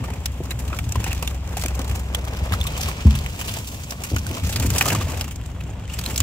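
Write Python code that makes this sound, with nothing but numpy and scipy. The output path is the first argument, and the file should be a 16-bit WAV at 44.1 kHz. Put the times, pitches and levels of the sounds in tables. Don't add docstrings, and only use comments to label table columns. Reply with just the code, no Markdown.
import sys
import numpy as np
from scipy import signal
from scipy.fft import rfft, irfft
from scipy.io import wavfile

SR = 44100
rng = np.random.default_rng(int(sys.argv[2]) if len(sys.argv) > 2 else 0)


def volts(x):
    e = np.asarray(x, float) / 20
    return 10 ** e


def to_wav(s):
    ch = np.atleast_2d(s).T
    pcm = np.round(np.clip(ch, -1, 1) * 32767)
    wavfile.write(sys.argv[1], SR, pcm.astype(np.int16))


N = 274302

# (frequency [Hz], relative density [dB])
NIGHT_SPECTRUM = [(710, -30), (1200, -10), (1750, -10), (2560, -4), (3220, 11), (4600, -9), (7170, -1),
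                  (10400, -58), (13500, -32), (16000, -23)]
# (time [s], firing rate [Hz], boom level [dB], hum level [dB])
IDLE = [(0, 21.58, -29, -33.5), (1, 21.63, -30.5, -28.5), (2, 21.78, -28, -28.5), (3.04, 21.69, -33, -28.5),
        (3.3, 21.73, -41, -30), (3.9, 21.68, -39.5, -37.5), (4.4, 21.85, -42, -35), (4.9, 21.78, -43, -34),
        (5.5, 21.57, -38, -29.5), (6.22, 21.88, -30.5, -32.5)]
# (multiple of the firing rate, level re hum [dB])
EXHAUST_ORDERS = [(2, -9), (2.5, -15.5), (4, -10), (4.5, -14.5), (5, -12), (5.5, -17.5), (7, -15.5),
                  (8, -18), (8.5, -21), (10, -33.5)]
# (time [s], level [dB])
TREMBLE = [(0.0, -25.5), (0.26, -35.5), (1.0, -28.5), (1.23, -33.5), (2.44, -40), (2.61, -34), (3.15, -41),
           (3.48, -33.5), (3.9, -36.5), (4.59, -23.5), (5.06, -27.5), (5.32, -32.5), (5.72, -35.5),
           (6.22, -28.5)]
# (frequency [Hz], relative density [dB])
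SHAKE_SPECTRUM = [(18, -38), (30, -34), (48, -21.5), (70, 4.5), (104, 0), (216, -15), (262, -13.5),
                  (400, -30), (520, -50), (880, -120)]
# (time [s], relative level [dB], contact [s], lowest mode [Hz])
THUMPS = [(0.862, -13, 0.0041, 110), (0.9, -20, 0.0033, 100), (0.967, -12, 0.0025, 103.5),
          (1.079, -15.5, 0.0028, 93), (1.886, -8.5, 0.0055, 92.5), (1.919, -14, 0.0058, 91.3),
          (2.413, -16.5, 0.0015, 78.6), (2.516, -13, 0.0026, 91), (2.596, -13.5, 0.0039, 83.6),
          (2.639, -14.5, 0.0039, 90), (2.691, -14, 0.0039, 80), (2.815, -14, 0.0047, 81),
          (2.84, -18, 0.0043, 88), (3.12, -16.5, 0.0018, 125.3), (3.149, -10.5, 0.0034, 72),
          (3.18, -22, 0.002, 78.7), (3.236, -16, 0.0024, 67.4), (4.128, -11, 0.0028, 110.3),
          (4.157, -18.5, 0.0029, 99.5), (4.184, -17, 0.0032, 98), (4.24, -29, 0.0047, 91),
          (4.415, -18, 0.0039, 94), (4.439, -10, 0.0042, 91), (4.468, -13, 0.0029, 98.7),
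          (4.552, -22, 0.0023, 93), (4.648, -11, 0.002, 99.3), (4.716, -23, 0.0032, 97),
          (4.75, -22, 0.0011, 95), (4.931, -8.5, 0.0033, 102), (4.959, -14, 0.0025, 96),
          (5.032, -13.5, 0.0026, 90.7), (5.158, -18, 0.0044, 93), (5.204, -21.5, 0.003, 95)]
# (multiple of the lowest mode, mean level [dB], t60 [s])
FLOOR_MODES = [(1, -1, 0.17), (1.45, -34, 0.049), (1.9, -8, 0.2), (3.05, -18, 0.22)]
# (time [s], relative level [dB], pitch [Hz], t60 [s])
KNOCKS = [(0.404, -11, 373, 0.042), (1.653, -15.5, 278, 0.075), (1.792, -14, 272, 0.1),
          (4.116, -13, 311, 0.054), (4.135, -14, 280, 0.075), (4.16, -24, 271.6, 0.09),
          (4.308, -17.5, 285, 0.07), (4.647, -10, 284, 0.1), (4.92, -11.5, 294, 0.064),
          (4.947, -27, 245, 0.035)]
# (multiple of the pitch, level [dB])
CRATE_MODES = [(1, -1), (1.3, -6.5), (1.75, -8), (2.3, -13)]
# (frequency [Hz], level [dB], t60 [s])
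DROP_OVERTONES = [(130, -15, .28), (212, -9, .28), (244, -12, .13), (340, -24, .15)]
# (time [s], level [dB])
SLITHER = [(5.86, -55), (5.89, -48), (5.95, -39), (6.02, -60), (6.11, -40), (6.22, -49)]
# (frequency [Hz], level [dB], t60 [s])
SLITHER_RINGS = [(2750, 0, 0.0062), (7500, -1, 0.004)]
# (time [s], churn level [dB], patter level [dB], fine spray level [dB])
STIR = [(0.0, -39.5, -45.5, -53), (0.48, -40, -50.5, -50.5), (0.76, -38, -52, -46.5),
        (1.09, -38, -35.5, -47.5), (1.33, -35.5, -47.5, -45.5), (1.4, -41.5, -47.5, -58),
        (1.53, -35.5, -45, -46), (1.56, -40, -40.5, -47), (1.77, -36.5, -43, -48),
        (2.04, -37.5, -44.5, -48), (2.2, -35, -45.5, -52), (2.75, -34, -33.5, -42.5),
        (3.12, -38, -36.5, -47.5), (3.53, -39.5, -43.5, -39), (3.7, -41, -46, -40), (3.83, -41, -45, -42.5),
        (4.05, -39, -43.5, -46.5), (4.45, -38.5, -37.5, -42), (4.68, -33, -39.5, -38),
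        (4.78, -31.5, -40, -31.5), (4.94, -31, -36.5, -40.5), (5.16, -37, -41, -43.5),
        (5.37, -44, -52, -56), (5.67, -41, -53, -55), (5.86, -42.5, -49.5, -63), (5.9, -43.5, -41, -49),
        (6.12, -34.5, -44, -39.5), (6.22, -39.5, -46, -42)]
# (frequency [Hz], relative density [dB])
CHURN_SPECTRUM = [(120, -32), (200, -0.5), (327, -7.5), (551, -7), (1120, -12), (1360, -17.5), (2200, -19),
                  (2860, -21.5), (4840, -120)]
# (frequency [Hz], relative density [dB])
SPRAY_SPECTRUM = [(820, 3), (1400, -2), (1580, -6), (1770, -4.5), (2080, -3.5), (2380, 2), (4210, -6.5),
                  (7600, -2.5), (9130, -10), (10000, -9.5), (13700, -9), (15700, -8.5), (16300, -82)]
# (time [s], level [dB], starting pitch [Hz], t60 [s])
POPS = [(0.043, -30, 1180, .03), (0.085, -25, 860, 0.03), (0.105, -40, 890, 0.033), (0.133, -33, 2460, .03),
        (0.512, -21, 3890, .025), (0.704, -29, 1140, 0.033), (0.729, -24.5, 2430, 0.019),
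        (0.789, -25, 2340, .025), (0.789, -24, 3400, 0.018), (0.956, -16.5, 1004, 0.024),
        (1.064, -24, 846, .04), (0.922, -27, 2660, .018), (1.043, -24, 2490, 0.02), (1.059, -28, 2830, .03),
        (1.112, -27, 2700, 0.044), (1.118, -23, 2560, .04), (1.226, -23, 2600, .025),
        (1.226, -26, 935, 0.038), (1.277, -22, 2750, 0.022), (1.2765, -19, 3530, 0.024),
        (1.569, -19, 700, 0.023), (1.569, -26.5, 2560, .02), (1.651, -22, 630, .025),
        (1.683, -28, 2550, .03), (1.659, -26, 2360, 0.033), (2.146, -17, 3310, 0.036),
        (2.526, -23, 2100, .025), (2.537, -13.5, 1250, 0.02), (2.612, -15.5, 3450, 0.03),
        (2.653, -24, 1110, .04), (2.668, -19.5, 3630, 0.025), (2.753, -27, 3000, 0.042),
        (2.797, -23.5, 735, 0.041), (3.263, -34, 3000, 0.032), (3.414, -27, 2770, 0.053),
        (4.165, -20, 1420, 0.024), (4.264, -26, 1510, .03), (4.559, -17, 4630, 0.032),
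        (4.664, -30, 7100, .03), (4.666, -31, 2510, .04), (4.76, -35, 2720, .03), (4.781, -28, 2750, .02),
        (4.811, -6, 2470, 0.022), (4.81, -14, 3000, .02), (4.812, -14.5, 1760, 0.033),
        (4.812, -21, 770, 0.036), (4.862, -26, 690, 0.061), (4.878, -23, 735, .05), (4.905, -25, 670, .05),
        (4.911, -24, 2750, 0.023), (4.925, -26, 820, 0.065), (5.07, -29, 640, .04), (5.138, -27, 490, .04),
        (4.857, -26, 1170, 0.027), (4.88, -20, 1224, .03), (4.884, -27, 3420, .02),
        (4.903, -25, 2760, 0.042), (4.922, -18, 1590, 0.022), (4.947, -28, 776, 0.058),
        (5.012, -21, 1150, 0.042), (5.604, -37, 2500, 0.036), (5.703, -36, 6760, 0.026),
        (5.853, -35, 3000, 0.02), (5.899, -29, 2810, .03), (5.942, -24, 7500, .03),
        (6.061, -18.5, 4050, 0.025), (6.161, -35, 3050, .025), (6.114, -25, 7500, .03)]
# (time [s], level [dB])
SNAPS = [(0.2567, -8), (0.9213, -10), (1.2746, -16), (1.6586, -13), (2.1475, -12), (2.83, -14),
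         (3.906, -16), (4.8095, -10), (5.2105, -11), (6.1589, -16), (6.1788, -9), (6.2028, -11)]
# (frequency [Hz], level [dB], t60 [s])
SNAP_MODES = [(3000, -18, 0.0011), (7500, -8, 0.0019), (12100, -9, .0015)]
# (time [s], level [dB], hiss re level [dB], cavity pitch [Hz], decay [s])
SLAPS = [(0.2573, -20, 2, 5850, 0.047), (0.435, -39, 1.5, 1210, 0.042), (0.7277, -18, -37, 1430, 0.14),
         (0.7872, -19, -9, 2640, 0.06), (0.9212, -32, 9, 9400, 0.036), (0.9549, -18.5, -13, 1080, 0.077),
         (1.041, -19, -4.5, 2580, 0.055), (1.129, -23.5, 0, 2470, 0.035), (1.1476, -34, 0, 1150, 0.085),
         (1.225, -18, -7, 1090, 0.061), (1.275, -23, 0.5, 3380, 0.041), (1.475, -40, 1, 6940, 0.03),
         (1.5687, -24.5, -0.5, 835, 0.088), (1.636, -18.5, -6.5, 1080, 0.046),
         (1.6597, -20, -1, 2610, 0.029), (1.682, -27.5, 1, 2750, 0.071), (1.7913, -24.5, -2.5, 1060, 0.037),
         (2.147, -16, -2.5, 3840, 0.052), (2.2487, -35.5, 2, 970, 0.049),
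         (2.6125, -23.5, -5.5, 3900, 0.036), (2.639, -35, 6, 1140, 0.026), (2.72, -29, -5, 1950, 0.04),
         (3.1876, -28.5, 0.5, 5030, 0.046), (3.261, -21.5, -11, 3040, 0.04), (3.391, -25, -9, 3100, 0.047),
         (3.4113, -21.5, -5.5, 2960, 0.097), (3.48, -21.5, -8, 4880, 0.27), (3.906, -33, 8, 6000, 0.085),
         (4.0357, -25.5, -1.5, 2670, 0.31), (4.162, -18, -5, 2860, 0.05), (4.2658, -30.5, 5.5, 1470, 0.027),
         (4.5592, -21, 0, 5100, 0.081), (4.7019, -18.5, 0, 2440, 0.051), (4.781, -19, 5, 10400, 0.053),
         (4.8093, -5.5, -12.5, 2430, 0.033), (4.948, -15, -8.5, 1170, 0.096),
         (5.2098, -18.5, -3, 5630, 0.045), (5.3573, -39, 5, 8350, 0.043), (5.413, -37, -9, 3000, 0.036),
         (5.437, -44, -2, 7500, 0.032), (5.46, -40, 0.5, 9600, 0.042), (5.515, -49, 2, 7500, 0.026),
         (5.6065, -29, -13, 2760, 0.053), (5.636, -42.5, 0, 6900, 0.03), (5.677, -53, 0, 9500, 0.03),
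         (5.709, -47, 1, 9500, 0.026), (5.853, -48, -2, 9480, 0.024), (5.9874, -23, 0.5, 4900, 0.056),
         (6.06, -23, -0.5, 4300, 0.049), (6.159, -27.5, 7, 5500, 0.042), (6.177, -23, 5.5, 8200, 0.054),
         (6.2027, -15, 1, 8100, 0.031)]
# (time [s], level [dB], hiss re level [dB], cavity pitch [Hz], decay [s])
SPLASHES = [(0.04, -24.5, -15, 1230, 0.096), (0.082, -34, -16, 830, 0.05), (0.103, -29, -13, 900, 0.065),
            (0.137, -35, -4, 2400, 0.041), (0.508, -21.5, -8.5, 2490, 0.058), (0.59, -35.5, 0.5, 835, 0.16),
            (0.455, -41, -1, 7500, 0.049), (0.681, -32.5, -4, 4530, 0.032), (0.7036, -29, -37, 1100, 0.03),
            (0.763, -38.5, 0, 6500, 0.097), (0.842, -34, -7, 8250, 0.05), (0.892, -36, 3, 929, 0.024),
            (0.998, -29.5, -7, 1050, 0.11), (1.064, -24, -15, 930, 0.074), (1.03, -32, -17, 1000, .05),
            (1.078, -31, -6, 2800, 0.06), (1.108, -26.5, -13, 2790, 0.14), (1.178, -33, -7, 6950, 0.045),
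            (1.26, -46, -4, 7040, 0.038), (1.581, -38, -2, 7000, 0.026), (1.596, -34, 2, 2500, 0.044),
            (1.6146, -29.5, 0, 5500, 0.06), (1.75, -36, 1.5, 1027, 0.061), (1.817, -38, 1, 5500, 0.025),
            (1.846, -36.5, 1.5, 4500, 0.03), (1.879, -34, -2, 1050, 0.061), (1.896, -28, -8, 2430, 0.04),
            (1.912, -29, -9, 2920, 0.057), (1.951, -30.5, -2.5, 990, 0.14), (1.996, -37, 2, 930, 0.029),
            (2.275, -27.5, -31, 1670, 0.052), (2.332, -37, -2.5, 5060, 0.041),
            (2.372, -32.5, -4, 5540, 0.031), (2.456, -35, -5, 2300, 0.05), (2.521, -20, -20, 2130, 0.18),
            (2.532, -26, -5, 5130, 0.048), (2.6526, -47, -22, 1140, 0.032), (2.6693, -23, -2, 3900, 0.038),
            (2.7754, -30, 1, 990, 0.064), (2.799, -34, -8, 5040, 0.044), (2.81, -32, 7.5, 5600, 0.053),
            (2.827, -27.5, -1.5, 5800, 0.26), (2.883, -22, -11, 1130, 0.2), (3.069, -24, -12, 1050, 0.065),
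            (3.152, -27.5, -3.5, 3330, 0.083), (3.11, -32, -7, 5000, 0.031),
            (3.286, -34.5, -16, 2200, 0.029), (3.314, -52, -5, 5200, 0.023), (3.346, -33, -23, 980, 0.04),
            (3.443, -34, -7, 5330, 0.029), (3.5444, -30, -12, 5430, 0.27), (3.568, -30.5, -4, 880, 0.09),
            (3.648, -36, -7, 4020, 0.029), (3.673, -38.5, 6.5, 5630, 0.044), (3.746, -35, -6, 4500, 0.031),
            (3.835, -36.5, 0, 7790, 0.063), (4.098, -33.5, -3.5, 6170, 0.17),
            (3.922, -25, -25, 2070, 0.037), (4.185, -34, 3.5, 6500, 0.042), (4.343, -36, 2, 6460, 0.019),
            (4.447, -33, -1, 6500, 0.14), (4.471, -30, -3, 2500, 0.054), (4.801, -29, -17, 2500, 0.045),
            (4.3129, -26.5, -8, 2900, 0.029), (4.372, -27.5, -21, 1110, 0.094),
            (4.4934, -28, -0.5, 895, 0.13), (4.526, -27.5, 1, 4900, 0.08), (4.599, -26.5, 0, 900, 0.049),
            (4.622, -24, -5.5, 2360, 0.19), (4.661, -30, 4.5, 2530, 0.052), (4.7376, -31, 3, 5100, 0.042),
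            (4.759, -19.5, -8, 2660, 0.089), (4.824, -17.5, -5, 2700, 0.035),
            (4.8577, -14, -6, 1240, 0.051), (4.8804, -23.5, 3, 1240, 0.044), (4.886, -23, -2, 5530, 0.043),
            (4.9028, -15.5, -12, 2750, 0.064), (4.919, -20.5, -9, 890, 0.061),
            (4.927, -20.5, -6.5, 1830, 0.062), (5.0, -30, -12, 2500, .05), (5.011, -23.5, -16, 1720, 0.062),
            (5.095, -28, -7, 1053, 0.24), (5.134, -30, -26, 860, 0.078), (5.176, -31, -2, 900, 0.04),
            (5.241, -30.5, -5, 2880, 0.079), (5.281, -27, -9.5, 1155, 0.036),
            (5.309, -33.5, -2.5, 3000, 0.12), (5.895, -38, -28, 2899, 0.13), (5.9367, -32, 0, 2900, 0.056),
            (6.039, -30, 0, 4120, 0.034), (6.103, -30.5, -4, 3050, 0.074)]
# (frequency [Hz], left-right correlation)
LIKENESS = [(60, .995), (180, .98), (500, .85), (1000, .65), (2500, .45), (6000, .2), (15000, .1)]
# (frequency [Hz], left over right [dB])
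LEFT_LEAD = [(60, 2), (150, 0), (380, 0.5), (950, 6), (2380, -2.5), (5980, -1), (15000, -1.0)]
# (time [s], lead of the left port [ms])
FACING = [(0, 0.097), (1.6, 0.1), (2.3, 0.19), (4.3, 0.21), (4.6, .06), (6.22, 0.039)]

THROWN_RISE_S, THROWN_T60_S = 0.0026, 0.067


def rms_one(x):
    return x / np.sqrt(np.mean(x ** 2) + 1e-20)


def in_time(rows):
    s, *columns = np.transpose(rows)
    return [np.interp(np.arange(N) / SR, s, c) for c in columns]


def at_hz(points, hz):
    points_hz, values = np.array(points).T
    return np.interp(np.log(hz), np.log(points_hz + 1e-9), values)


def drift(corner_hz):
    r = np.exp(-80 * np.pi * corner_hz / SR)
    noise = rng.standard_normal(N // 40 + 2002)
    slow = signal.lfilter([1], [1, -2 * r, r * r], noise)[2000:]
    return np.interp(np.arange(N) / 40, np.arange(len(slow)), rms_one(slow))


def ring(x, hz, t60_s):
    r, w = volts(-60 / (t60_s * SR)), 2 * np.pi * hz / SR
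    return signal.lfilter([0, np.sin(w)], [1, -2 * r * np.cos(w), r * r], x + 1e-18)


def blow(s, db, contact_s, modes):
    out, at = np.zeros(N), round(s * SR)
    shape = np.hanning(max(int(2 * contact_s * SR), 4))
    push = np.zeros(min(SR // 2, N - at))
    push[:len(shape)] = volts(db) * shape / shape.sum()
    out[at:at + len(push)] = sum(volts(level_db) * ring(push, hz, t60_s) for hz, level_db, t60_s in modes)
    return out


def swell(events, rise_s, t60_s):
    s, db = np.transpose(events)
    marks = np.zeros(N)
    np.add.at(marks, (s * SR).astype(int), volts(2 * db))
    fall, rise = volts(-120 / (t60_s * SR)), np.exp(-1 / (rise_s * SR))
    power = signal.lfilter([1 - rise], np.convolve([1, -fall], [1, -rise]), marks + 1e-18)
    return np.sqrt(power)


def stereo_noise(spectrum):
    hz = np.maximum(np.arange(N // 2 + 1) * SR / N, 1)
    mid, side = rfft(rng.standard_normal((2, N))) * volts(at_hz(spectrum, hz))
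    alike = np.clip(at_hz(LIKENESS, hz), -1, 1)
    pair = np.sqrt(1 + alike) * mid + np.sqrt(1 - alike) * side * [[1], [-1]]
    pair = irfft(pair * volts(at_hz(LEFT_LEAD, hz) * [[.5], [-.5]]), N)
    return pair / np.std(pair.mean(axis=0))


def band(x, low_hz, high_hz):
    return signal.sosfilt(signal.butter(2, [low_hz, high_hz], "band", fs=SR, output="sos"), x)


def night():
    return volts(-58.5) * stereo_noise(NIGHT_SPECTRUM)


def engine():
    firing_hz, boom_db, hum_db = in_time(IDLE)
    turn = 2 * np.pi * np.cumsum(firing_hz) / SR
    orders = [(3, boom_db)]
    orders += [(k, hum_db + db) for k, db in EXHAUST_ORDERS]
    out = np.zeros(N)
    for k, db in orders:
        level = volts(db + 1.6 * drift(3.7))
        out += level * np.sin(k * turn + 0.5 * drift(1.0) + rng.uniform(0, 2 * np.pi))
    return np.sqrt(2) * out


def shaking():
    jolts = swell([row[:2] for row in THUMPS + KNOCKS], rise_s=0.014, t60_s=0.15)
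    level = np.hypot(volts(in_time(TREMBLE)[0]), volts(-17) * jolts)
    return level * volts(2.0 * drift(14.5)) * stereo_noise(SHAKE_SPECTRUM)


def thumps():
    spread_db = rng.normal(0, 1.0, (len(THUMPS), len(FLOOR_MODES)))
    out = np.zeros(N)
    for (s, db, contact_s, hz), own_db in zip(THUMPS, spread_db):
        modes = [(hz * k, level_db + g_db, t60_s) for (k, level_db, t60_s), g_db in zip(FLOOR_MODES, own_db)]
        out += blow(s, db + 0.5, contact_s, modes)
    return out


def knocks():
    return sum(blow(s, db - 7.5, 0.00061, [(hz * k, level_db, t60_s) for k, level_db in CRATE_MODES])
               for s, db, hz, t60_s in KNOCKS)


def drum_drop():
    start_s, settled_hz, sag_hz, sag_s = 3.0515, 68.1, 30.5, 0.011
    u = np.maximum(np.arange(N) / SR - start_s, 0)
    turns = settled_hz * u + sag_hz * sag_s * (1 - np.exp(-u / sag_s))
    level = volts(2.5 - 60 * u / 0.21) * (1 - np.exp(-u / 0.0018))
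    return -level * np.sin(2 * np.pi * turns) + blow(start_s, 0, 0.0015, DROP_OVERTONES)


def slither():
    rub = rng.standard_normal((2, N)) * volts(4.7 * drift(38))
    rings = sum(volts(db) * rms_one(ring(rub, hz, t60_s)) for hz, db, t60_s in SLITHER_RINGS)
    return volts(in_time(SLITHER)[0]) * rms_one(rings)


def droplets(per_s, t60_s):
    born = rng.random(N) < per_s * volts(3.0 * drift(5)) / SR
    sizes = volts(4 * np.minimum(rng.exponential(1, N), 3)) * born
    r = volts(-60 / (t60_s * SR))
    return rms_one(signal.lfilter([1], [1, -2 * r, r * r], sizes))


def bubbles(per_s, low_hz, high_hz, cycles, spread_db):
    born = rng.random(N) < per_s * volts(4.0 * drift(12)) / SR
    sizes = volts(spread_db * np.minimum(rng.exponential(1, N), 4)) * rng.choice([-1, 1], N) * born
    dealt, pitches_hz = rng.integers(0, 16, N), np.geomspace(low_hz, high_hz, 16)
    sides = sizes * volts(rng.normal(0, 3, N) * [[1], [-1]])
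    return rms_one(sum(ring(sides * (dealt == k), hz, cycles / hz) for k, hz in enumerate(pitches_hz)))


def water():
    churn_db, patter_db, spray_db = in_time(STIR)
    events = SLAPS + SPLASHES
    thrown = swell([row[:2] for row in events], THROWN_RISE_S, THROWN_T60_S)
    misted = swell([(s, db + hiss_db) for s, db, hiss_db, *_ in events], THROWN_RISE_S, THROWN_T60_S)
    splats, lumps = droplets(73, t60_s=0.014), drift(15.8)

    churn = volts(1.0 * drift(34.0)) * stereo_noise(CHURN_SPECTRUM) * (0.65 + 0.035 * splats)
    churn = churn + volts(-10.0) * bubbles(200, 460, 1700, cycles=4.8, spread_db=3.0)

    patter = rms_one(band(stereo_noise(SPRAY_SPECTRUM), 1190, 5600)) * (0.52 + 0.27 * splats)
    patter = patter + volts(-17.5) * bubbles(250, 1940, 3830, cycles=35.0, spread_db=6.0)
    patter = patter + volts(-10) * bubbles(140, 1800, 8000, cycles=7, spread_db=3.5)

    spray = rms_one(band(stereo_noise(SPRAY_SPECTRUM), 3200, 21000)) * (0.81 + 0.5 * splats)

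    churn = churn * np.hypot(volts(churn_db), volts(-45) * thrown)
    patter = patter * np.hypot(volts(patter_db), volts(-12) * thrown)
    spray = spray * np.hypot(volts(spray_db), volts(-32) * misted)
    return volts(1.93 * lumps) * churn + volts(0.94 * lumps) * (patter + spray)


def pops():
    rise_s, glide_per_s = 0.00037, 4
    out, u = np.zeros((2, N + SR)), np.arange(round(.06 * SR)) / SR
    for (s, db, hz, t60_s), (turn, side) in zip(POPS, rng.random((len(POPS), 2))):
        note = np.sin(2 * np.pi * (turn + hz * (u + glide_per_s * u ** 2 / 2)))
        note *= volts(db - 60 * u / max(t60_s, .008)) * (1 - np.exp(-u / rise_s))
        at = round(s * SR)
        out[:, at:at + len(u)] += note * volts((6 * side - 3.5) * np.array([[1], [-1]]))
    return out[:, :N]


def snaps():
    return sum(blow(s, db, 0, SNAP_MODES) for s, db in SNAPS)


def flicks():
    per_s = 3
    draw = rng.random((round(3 * per_s * N / SR), 5))
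    s = np.cumsum(-np.log(1 - draw[:, 0]) / per_s)
    patter_db = np.interp(s, *np.transpose(STIR)[[0, 2]])
    db = patter_db + 5 + 4 * (2 * draw[:, 1] - 1)
    hiss_db, hz = -14 + 16 * draw[:, 2], 900 * volts(17.0 * draw[:, 3])
    decay_s = 0.039 + 0.03 * draw[:, 4]
    rows = np.transpose([s, db, hiss_db, hz, decay_s])
    return rows[s < N / SR - .01]


def burst_shape(u, rise_s, decay_s):
    rise = (1 - np.exp(-u / rise_s)) ** 2
    shape = rise * (volts(-7 - 60 * u / decay_s) + volts(6 - 60 * u / (0.4 * decay_s)))
    return shape / shape.max()


def part_levels_db(hiss_db, hz):
    body_db = max(-7 - 10.5 * np.log2(hz / 1000), -14)
    fade_db = min(hiss_db, 0)
    smack_db = -8.5 + 0.75 * fade_db * (hz < 1500)
    return np.array([body_db, smack_db, -11 + fade_db, hiss_db])


def slaps():
    body = stereo_noise([(250, 0.0), (500, -1.5), (1000, 0.5), (1600, 4.5), (3000, -2), (7000, -54)])
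    smack = stereo_noise([(1000, -7.0), (1500, -8.5), (2100, -6.0), (2700, 2.0), (3300, 2.0), (5000, -13)])
    sheen = stereo_noise([(2200, -10), (3300, -4.5), (4500, 3.5), (6500, -11.5), (11000, -27)])
    hiss = band(stereo_noise(SPRAY_SPECTRUM), 4900, 15200)
    parts = np.array([body, smack, sheen, hiss])
    parts *= volts(2.4 * drift(170) + 1.8 * np.array([drift(120) for _ in parts])[:, None])

    slap_rise_s, splash_rise_s, splash_lead_s = 0.00056, 0.0042, 0.0031
    rows = [(slap_rise_s, *row) for row in [*SLAPS, *flicks()]]
    rows += [(splash_rise_s, s - splash_lead_s, *row) for s, *row in SPLASHES]
    out, t = np.zeros((2, N)), np.arange(round(.15 * SR)) / SR
    for rise_s, s, db, hiss_db, hz, decay_s in rows:
        span = slice(round(s * SR), min(round(s * SR) + len(t), N))
        shape = burst_shape(t[:span.stop - span.start], rise_s, max(decay_s, .008))
        bursts = parts[:, :, span] * shape
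        bursts /= np.sqrt(np.sum(bursts ** 2, axis=(1, 2), keepdims=True) / np.sum(2 * shape ** 2))
        core = volts(db) * np.tensordot(volts(part_levels_db(hiss_db, hz)), bursts, 1)
        cavity = volts(-4.5) * np.sqrt(hz / SR) * ring(core, hz, 8.3 / hz)
        out[:, span] += core + cavity
    return out


def scene():
    low = (engine() + thumps() + knocks() + drum_drop()) * volts([[.4], [-.4]]) + shaking()
    left, right = night() + slither() + water() + pops() + snaps() + slaps()
    delay_samples = np.round(in_time(FACING)[0] * SR / 1000)
    late = np.interp(np.arange(N) - delay_samples, np.arange(N), right)
    return low + np.array([left, late])


def roll_off(x):
    return signal.sosfilt(signal.butter(12, 16990, fs=SR, output="sos"), x)


def record(dry):
    x = signal.sosfilt(signal.butter(8, 43, "high", fs=SR, output="sos"), dry)
    x = 1.3 * np.tanh(x / 1.3)
    x = signal.sosfilt(signal.cheby2(10, 60, 17200, fs=SR, output="sos"), x)
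    return roll_off(x)


dry = scene()
out = record(dry)
to_wav(out)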